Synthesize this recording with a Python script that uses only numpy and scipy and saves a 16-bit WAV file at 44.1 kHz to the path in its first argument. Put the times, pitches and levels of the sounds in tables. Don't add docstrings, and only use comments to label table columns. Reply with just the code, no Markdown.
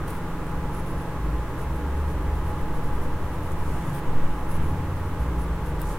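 import sys
import numpy as np
from scipy import signal
from scipy.fft import rfft, irfft
from scipy.io import wavfile

SR = 44100
rng = np.random.default_rng(int(sys.argv[2]) if len(sys.argv) > 2 else 0)


def store_pcm(level_fs):
    pcm = np.round(np.clip(level_fs, -1, 1) * 32767).astype(np.int16)
    wavfile.write(sys.argv[1], SR, np.atleast_2d(pcm).T)


N = 263718
TIME = np.arange(N) / SR
FREQ = np.fft.rfftfreq(N, 1 / SR)


def from_db(db):
    return 10 ** (np.asarray(db) / 20)


def unit_rms(x):
    return x / np.sqrt(np.mean(x ** 2) + 1e-20)


def coloured(x, spectrum):
    hz, db = np.transpose(spectrum)
    gain = from_db(np.interp(np.log(FREQ + 1e-9), np.log(hz), db))
    return irfft(rfft(x) * gain, N)


def noise(spectrum):
    return coloured(rng.standard_normal(N), spectrum) * np.sqrt(SR / 2)


def drift(rate_hz):
    step = 32
    count = N // step + 2
    rolloff = 1 + (np.fft.rfftfreq(count, step / SR) / rate_hz) ** 4
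    slow = irfft(rfft(rng.standard_normal(count)) / rolloff, count)
    return np.interp(np.arange(N) / step, np.arange(count), unit_rms(slow))


def resonate(x, hz, width_hz):
    r = np.exp(-np.pi * width_hz / SR)
    b = (1 - r * r) / 2 * np.array([1, 0, -1])
    a = [1, -2 * r * np.cos(2 * np.pi * hz / SR), r * r]
    return signal.lfilter(b, a, signal.lfilter(b, a, x))


def swell(start_s, end_s, ramp):
    envelope = np.zeros(N)
    during = slice(*np.searchsorted(TIME, [start_s, end_s]))
    along = (TIME[during] - start_s) / (end_s - start_s)
    envelope[during] = np.sin(np.pi / 2 * np.clip(np.minimum(along, 1 - along) / ramp, 0, 1))
    return envelope


def friction(snags_per_s, spread_db, common):
    sizes = from_db(spread_db * np.minimum(rng.exponential(1, (3, N)), 4)) * rng.standard_normal((3, N))
    snags = unit_rms(sizes * (rng.random((3, N)) < snags_per_s / SR))
    return np.sqrt(common) * snags[0] + np.sqrt(1 - common) * snags[1:]


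def pan(left_db):
    return from_db([[left_db], [-left_db]])


# multiple of the rotation rate, rms level/dB
FAN_HARMONICS = [(2, -43), (3, -39), (4, -51.5), (5, -42), (6, -42), (7, -39.5), (8, -50), (9, -53.5),
                 (10, -53.5), (11, -60), (12, -55), (16, -57.5), (20, -54.5), (28, -67)]


def fan(rotation_hz=24.03, speed_wander=0.001714, whine_order=35, whine_db=-46.0):
    angle = 2 * np.pi * np.cumsum(rotation_hz * (1 + speed_wander * drift(1.134))) / SR

    def tone(order, flutter, flutter_hz):
        phase = order * angle + rng.uniform(0, 2 * np.pi) + flutter * drift(flutter_hz)
        return np.sqrt(2) * (1 + flutter * drift(flutter_hz)) * np.cos(phase)

    hum = sum(from_db(db) * tone(order, flutter=0.25, flutter_hz=2.9) for order, db in FAN_HARMONICS)
    whine = from_db(whine_db) * tone(whine_order, flutter=0.32, flutter_hz=7.9)
    return hum + whine * pan(left_db=-1.5)


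# f/Hz, level/dB in 1 Hz
RUSH_SPECTRUM = [(18, -55), (30, -59.5), (45, -54), (70, -54), (105, -63.5), (156, -59), (205, -73),
                 (300, -59), (370, -65), (480, -64), (710, -73), (950, -68.5), (1250, -69.5), (2000, -82.5),
                 (4500, -108), (9000, -125)]
# delay/s, signed gain
RUSH_ECHOES = [(.00107, .08), (.00188, .08), (.00306, .07), (.0042, .06), (.01687, -.1), (.01791, -.1)]
# f/Hz, weight/dB
LEAN_BAND = [(350, -30), (620, 0), (1400, -2), (3000, -10)]
# f/Hz, level/dB in 1 Hz
DIFFUSE_SPECTRUM = [(20, -65), (80, -75.5), (150, -89), (225, -97), (310, -85), (700, -87.5), (930, -79.5),
                    (1250, -89), (1550, -80.5), (2400, -84.5), (3200, -88), (4800, -95), (11000, -95.5),
                    (16000, -98)]


def air_rush(lean_db=0.5):
    direct = noise(RUSH_SPECTRUM)
    centre = direct + sum(gain * np.roll(direct, round(delay_s * SR)) for delay_s, gain in RUSH_ECHOES)
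    lean = (from_db(lean_db) - 1) * coloured(centre, LEAN_BAND)
    diffuse = np.array([noise(DIFFUSE_SPECTRUM), noise(DIFFUSE_SPECTRUM)])
    return centre + lean * [[-1], [1]] + diffuse


# start t/s, end t/s, level/dB
WOBBLE_SWELLS = [(2.493, 3.35, -28), (3.443, 3.8, -28.5), (4.046, 4.35, -17), (4.421, 4.76, -24.5)]


def deep_wobble(rate_hz=6.5, wander_hz=1.21, floor_db=-33.5):
    swells = sum(from_db(db) * swell(start_s, end_s, ramp=0.43) for start_s, end_s, db in WOBBLE_SWELLS)
    phase = 2 * np.pi * np.cumsum(rate_hz + wander_hz * drift(3.47)) / SR
    return (from_db(floor_db) + swells) * np.sqrt(2) * np.sin(phase)


# start t/s, end t/s, base level/dB, nib tilt (0 flat, 1 on edge)
FIRM_STROKES = [(.071, 0.115, -46.5, 0.82), (.1, .195, -51, 0.82), (.718, .822, -55, .27),
                (.855, .93, -61, .05), (.965, 1.04, -63, .04), (1.57, 1.648, -54, .5),
                (2.412, 2.541, -66, 0.56), (2.818, 2.888, -64, 0.69), (3.01, 3.067, -55.5, .6),
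                (3.31, 3.382, -57.5, .65), (3.413, 3.5, -57, .45), (3.493, 3.538, -54, 0.64),
                (3.567, 3.65, -57, 0.78), (3.86, 3.931, -58, .4), (3.923, 4.01, -48.5, 0.91),
                (4.48, 4.586, -52, 0.27), (4.609, 4.74, -59, .3), (5.375, 5.458, -57.5, .22),
                (5.64, 5.72, -54, 0.53), (5.789, 5.84, -46.5, 1)]
# f/Hz, gain/dB
GLIDE_SPECTRUM = [(1500, 6.5), (4000, -6), (7000, -2.5), (8800, -4), (9800, 1), (10800, 1.5), (12300, 3),
                  (13100, -5), (16000, -10)]
# f/Hz, gain/dB
BITE_SPECTRUM = [(1500, 6), (4000, -3.5), (7200, -18), (8300, 0), (9300, 4.5), (10500, -4), (12200, -5),
                 (14000, -1), (16000, 0)]


def pen(tooth_db=1.4, scrape_db=3.0, flat_ring_db=4.5, tilt_damping_db=26, bite_power=3.5):
    glide_gain, bite_gain, ring_gain, pace = 0, 0, 0, 0
    for start_s, end_s, level_db, tilt in FIRM_STROKES + light_strokes():
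        stroke = from_db(level_db) * swell(start_s, end_s, ramp=0.31)
        bite_share = tilt ** bite_power
        glide_gain += stroke * (1 - bite_share)
        bite_gain += stroke * bite_share
        ring_gain += stroke * from_db(flat_ring_db - tilt_damping_db * tilt)
        pace = np.maximum(pace, swell(start_s, end_s, ramp=.5))
    snags = friction(snags_per_s=9000, spread_db=0, common=0.42) * from_db(tooth_db * drift(70))
    glide = glide_gain * unit_rms(coloured(snags, GLIDE_SPECTRUM))
    bite = bite_gain * unit_rms(coloured(snags, BITE_SPECTRUM))
    ring = ring_gain * nib_ring(pace)
    return (from_db(scrape_db) * (glide + bite) + ring) * pan(left_db=1.0)


def nib_ring(pace, mode_hz=10180, sag_hz=221, bend_hz=60, roughness_hz=190, squeak_share=.38):
    slips = friction(snags_per_s=6000, spread_db=1.5, common=0.43)
    skirt = unit_rms(resonate(slips, mode_hz, width_hz=1200))
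    pitch_hz = mode_hz + sag_hz * (1 - pace) + bend_hz * drift(12)
    carrier = np.exp(2j * np.pi * np.cumsum(pitch_hz) / SR)
    roughness = drift(roughness_hz) + 1j * drift(roughness_hz)
    squeak = unit_rms((carrier * roughness).real)
    return np.sqrt(squeak_share) * squeak + np.sqrt(1 - squeak_share) * skirt


# t/s, level/dB, centre f/Hz, decay/s
NIB_CONTACTS = [(.104, -41, 11500, .002), (.467, -51, 8100, .0035), (.494, -52, 9500, .004),
                (3.001, -30, 1006, 0.0022), (3.519, -48, 7840, .004), (4.135, -31, 983, .0033),
                (5.8172, -32, 11700, .0011)]


def nib_ticks(relative_width=0.56):
    out = np.zeros((2, N))
    crunch = friction(snags_per_s=40000, spread_db=0, common=.8)
    for onset_s, level_db, hz, decay_s in NIB_CONTACTS:
        age_s = np.maximum(TIME - onset_s, 0)
        envelope = (TIME >= onset_s) * np.exp(-age_s / decay_s)
        out += from_db(level_db) * envelope * unit_rms(resonate(crunch, hz, relative_width * hz))
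    return out * pan(left_db=1.5)


# (start t/s, end t/s, level/dB)
ENGINE_GLIDES = [(.8, 28.9, 90.16, .98, [(.85, 1.15, -34), (1.17, 1.45, -25), (1.48, 2.75, -29),
                 (3.0, 3.85, -36), (4.45, 5.3, -31.5)]), (2.1, 61, 40.6, 0.3, [(2.1, 2.45, -28.5),
                 (2.78, 3.0, -34.5)]), (4.5, 80, 45, .9, [(4.55, 4.76, -31.5), (5.1, 5.7, -28)]),
                 (5.7, 53, 30, 0.35, [(5.7, 5.98, -30)])]


def traffic(unevenness=0.1):
    out = np.zeros(N)
    for start_s, first_hz, final_hz, settle_s, surges in ENGINE_GLIDES:
        age_s = np.maximum(TIME - start_s, 0)
        firing_hz = final_hz + (first_hz - final_hz) * np.exp(-age_s / settle_s)
        note = np.sqrt(2) * np.sin(2 * np.pi * np.cumsum(firing_hz) / SR)
        gain = sum(from_db(db) * swell(on_s, off_s, ramp=0.33) for on_s, off_s, db in surges)
        out += gain * note * (1 + unevenness * drift(26))
    return out


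# start t/s, end t/s
LIGHT_RUNS = [(1.72, 1.86), (1.96, 2.17), (2.33, 2.68), (2.71, 3.03), (3.19, 3.29), (4.34, 4.5),
              (4.94, 5.29)]


def light_strokes(loop_s=.11, contact_share=.72, jitter=0.086, level_db=-60.5, spread_db=2, tilt=.5):
    rows = []
    for start_s, end_s in LIGHT_RUNS:
        loops = max(1, round((end_s - start_s) / loop_s))
        period_s = (end_s - start_s) / loops
        for k, (late, strength) in enumerate(rng.standard_normal((8, 2))[:loops]):
            down_s = start_s + (k + jitter * late) * period_s
            up_s = down_s + contact_share * period_s
            rows.append((down_s, up_s, level_db + spread_db * strength, tilt))
    return rows


# start t/s, end t/s, level/dB
HAND_SLIDES = [(3.605, 3.838, -54), (3.768, 3.992, -57.5), (5.81, 5.988, -50)]
# f/Hz, gain/dB
SKIN_SPECTRUM = [(1500, -3), (4500, -4.5), (7000, 0.5), (9700, 2.5), (12000, -2), (16000, -10)]


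def hand(judder_db=1.5):
    gain = sum(from_db(db) * swell(start_s, end_s, ramp=0.39) for start_s, end_s, db in HAND_SLIDES)
    snags = friction(snags_per_s=15000, spread_db=3.5, common=0.16)
    rub = unit_rms(coloured(snags, SKIN_SPECTRUM))
    return gain * rub * from_db(judder_db * drift(40))


# start t/s, end t/s, rumble level/dB, rustle level/dB
ARM_SHIFTS = [(3.632, 4.01, -32.5, -50.5), (3.934, 4.457, -37.5, -49.5), (4.514, 4.689, -31, -48),
              (4.612, 4.894, -37, -57), (4.876, 5.156, -47, -72)]
# f/Hz, width/Hz, gain/dB
DESK_MODES = [(132, 37.2, 5.5), (237, 79, -7.5)]
# f/Hz, gain/dB
RUSTLE_SPECTRUM = [(300, -18), (1000, 8.5), (1800, 5), (3200, -2), (4500, -17), (9000, -18), (16000, -26)]


def forearm():
    drag = friction(snags_per_s=3300, spread_db=3.0, common=0.58)
    force = drag.mean(axis=0)
    rumble = unit_rms(sum(from_db(db) * resonate(force, hz, width) for hz, width, db in DESK_MODES))
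    rustle = unit_rms(coloured(drag, RUSTLE_SPECTRUM))
    out = np.zeros((2, N))
    for start_s, end_s, rumble_db, rustle_db in ARM_SHIFTS:
        speed = swell(start_s, end_s, ramp=0.39)
        out += speed * (from_db(rumble_db) * rumble + from_db(rustle_db) * rustle)
    return out


def scene():
    writing = pen() + nib_ticks() + hand() + forearm()
    background = fan() + air_rush() + traffic() + deep_wobble()
    return writing + background


def record(dry, cutoff_hz=15850):
    return signal.sosfilt(signal.ellip(12, .1, 90, cutoff_hz, fs=SR, output="sos"), dry)


dry = scene()
out = record(dry)
store_pcm(out)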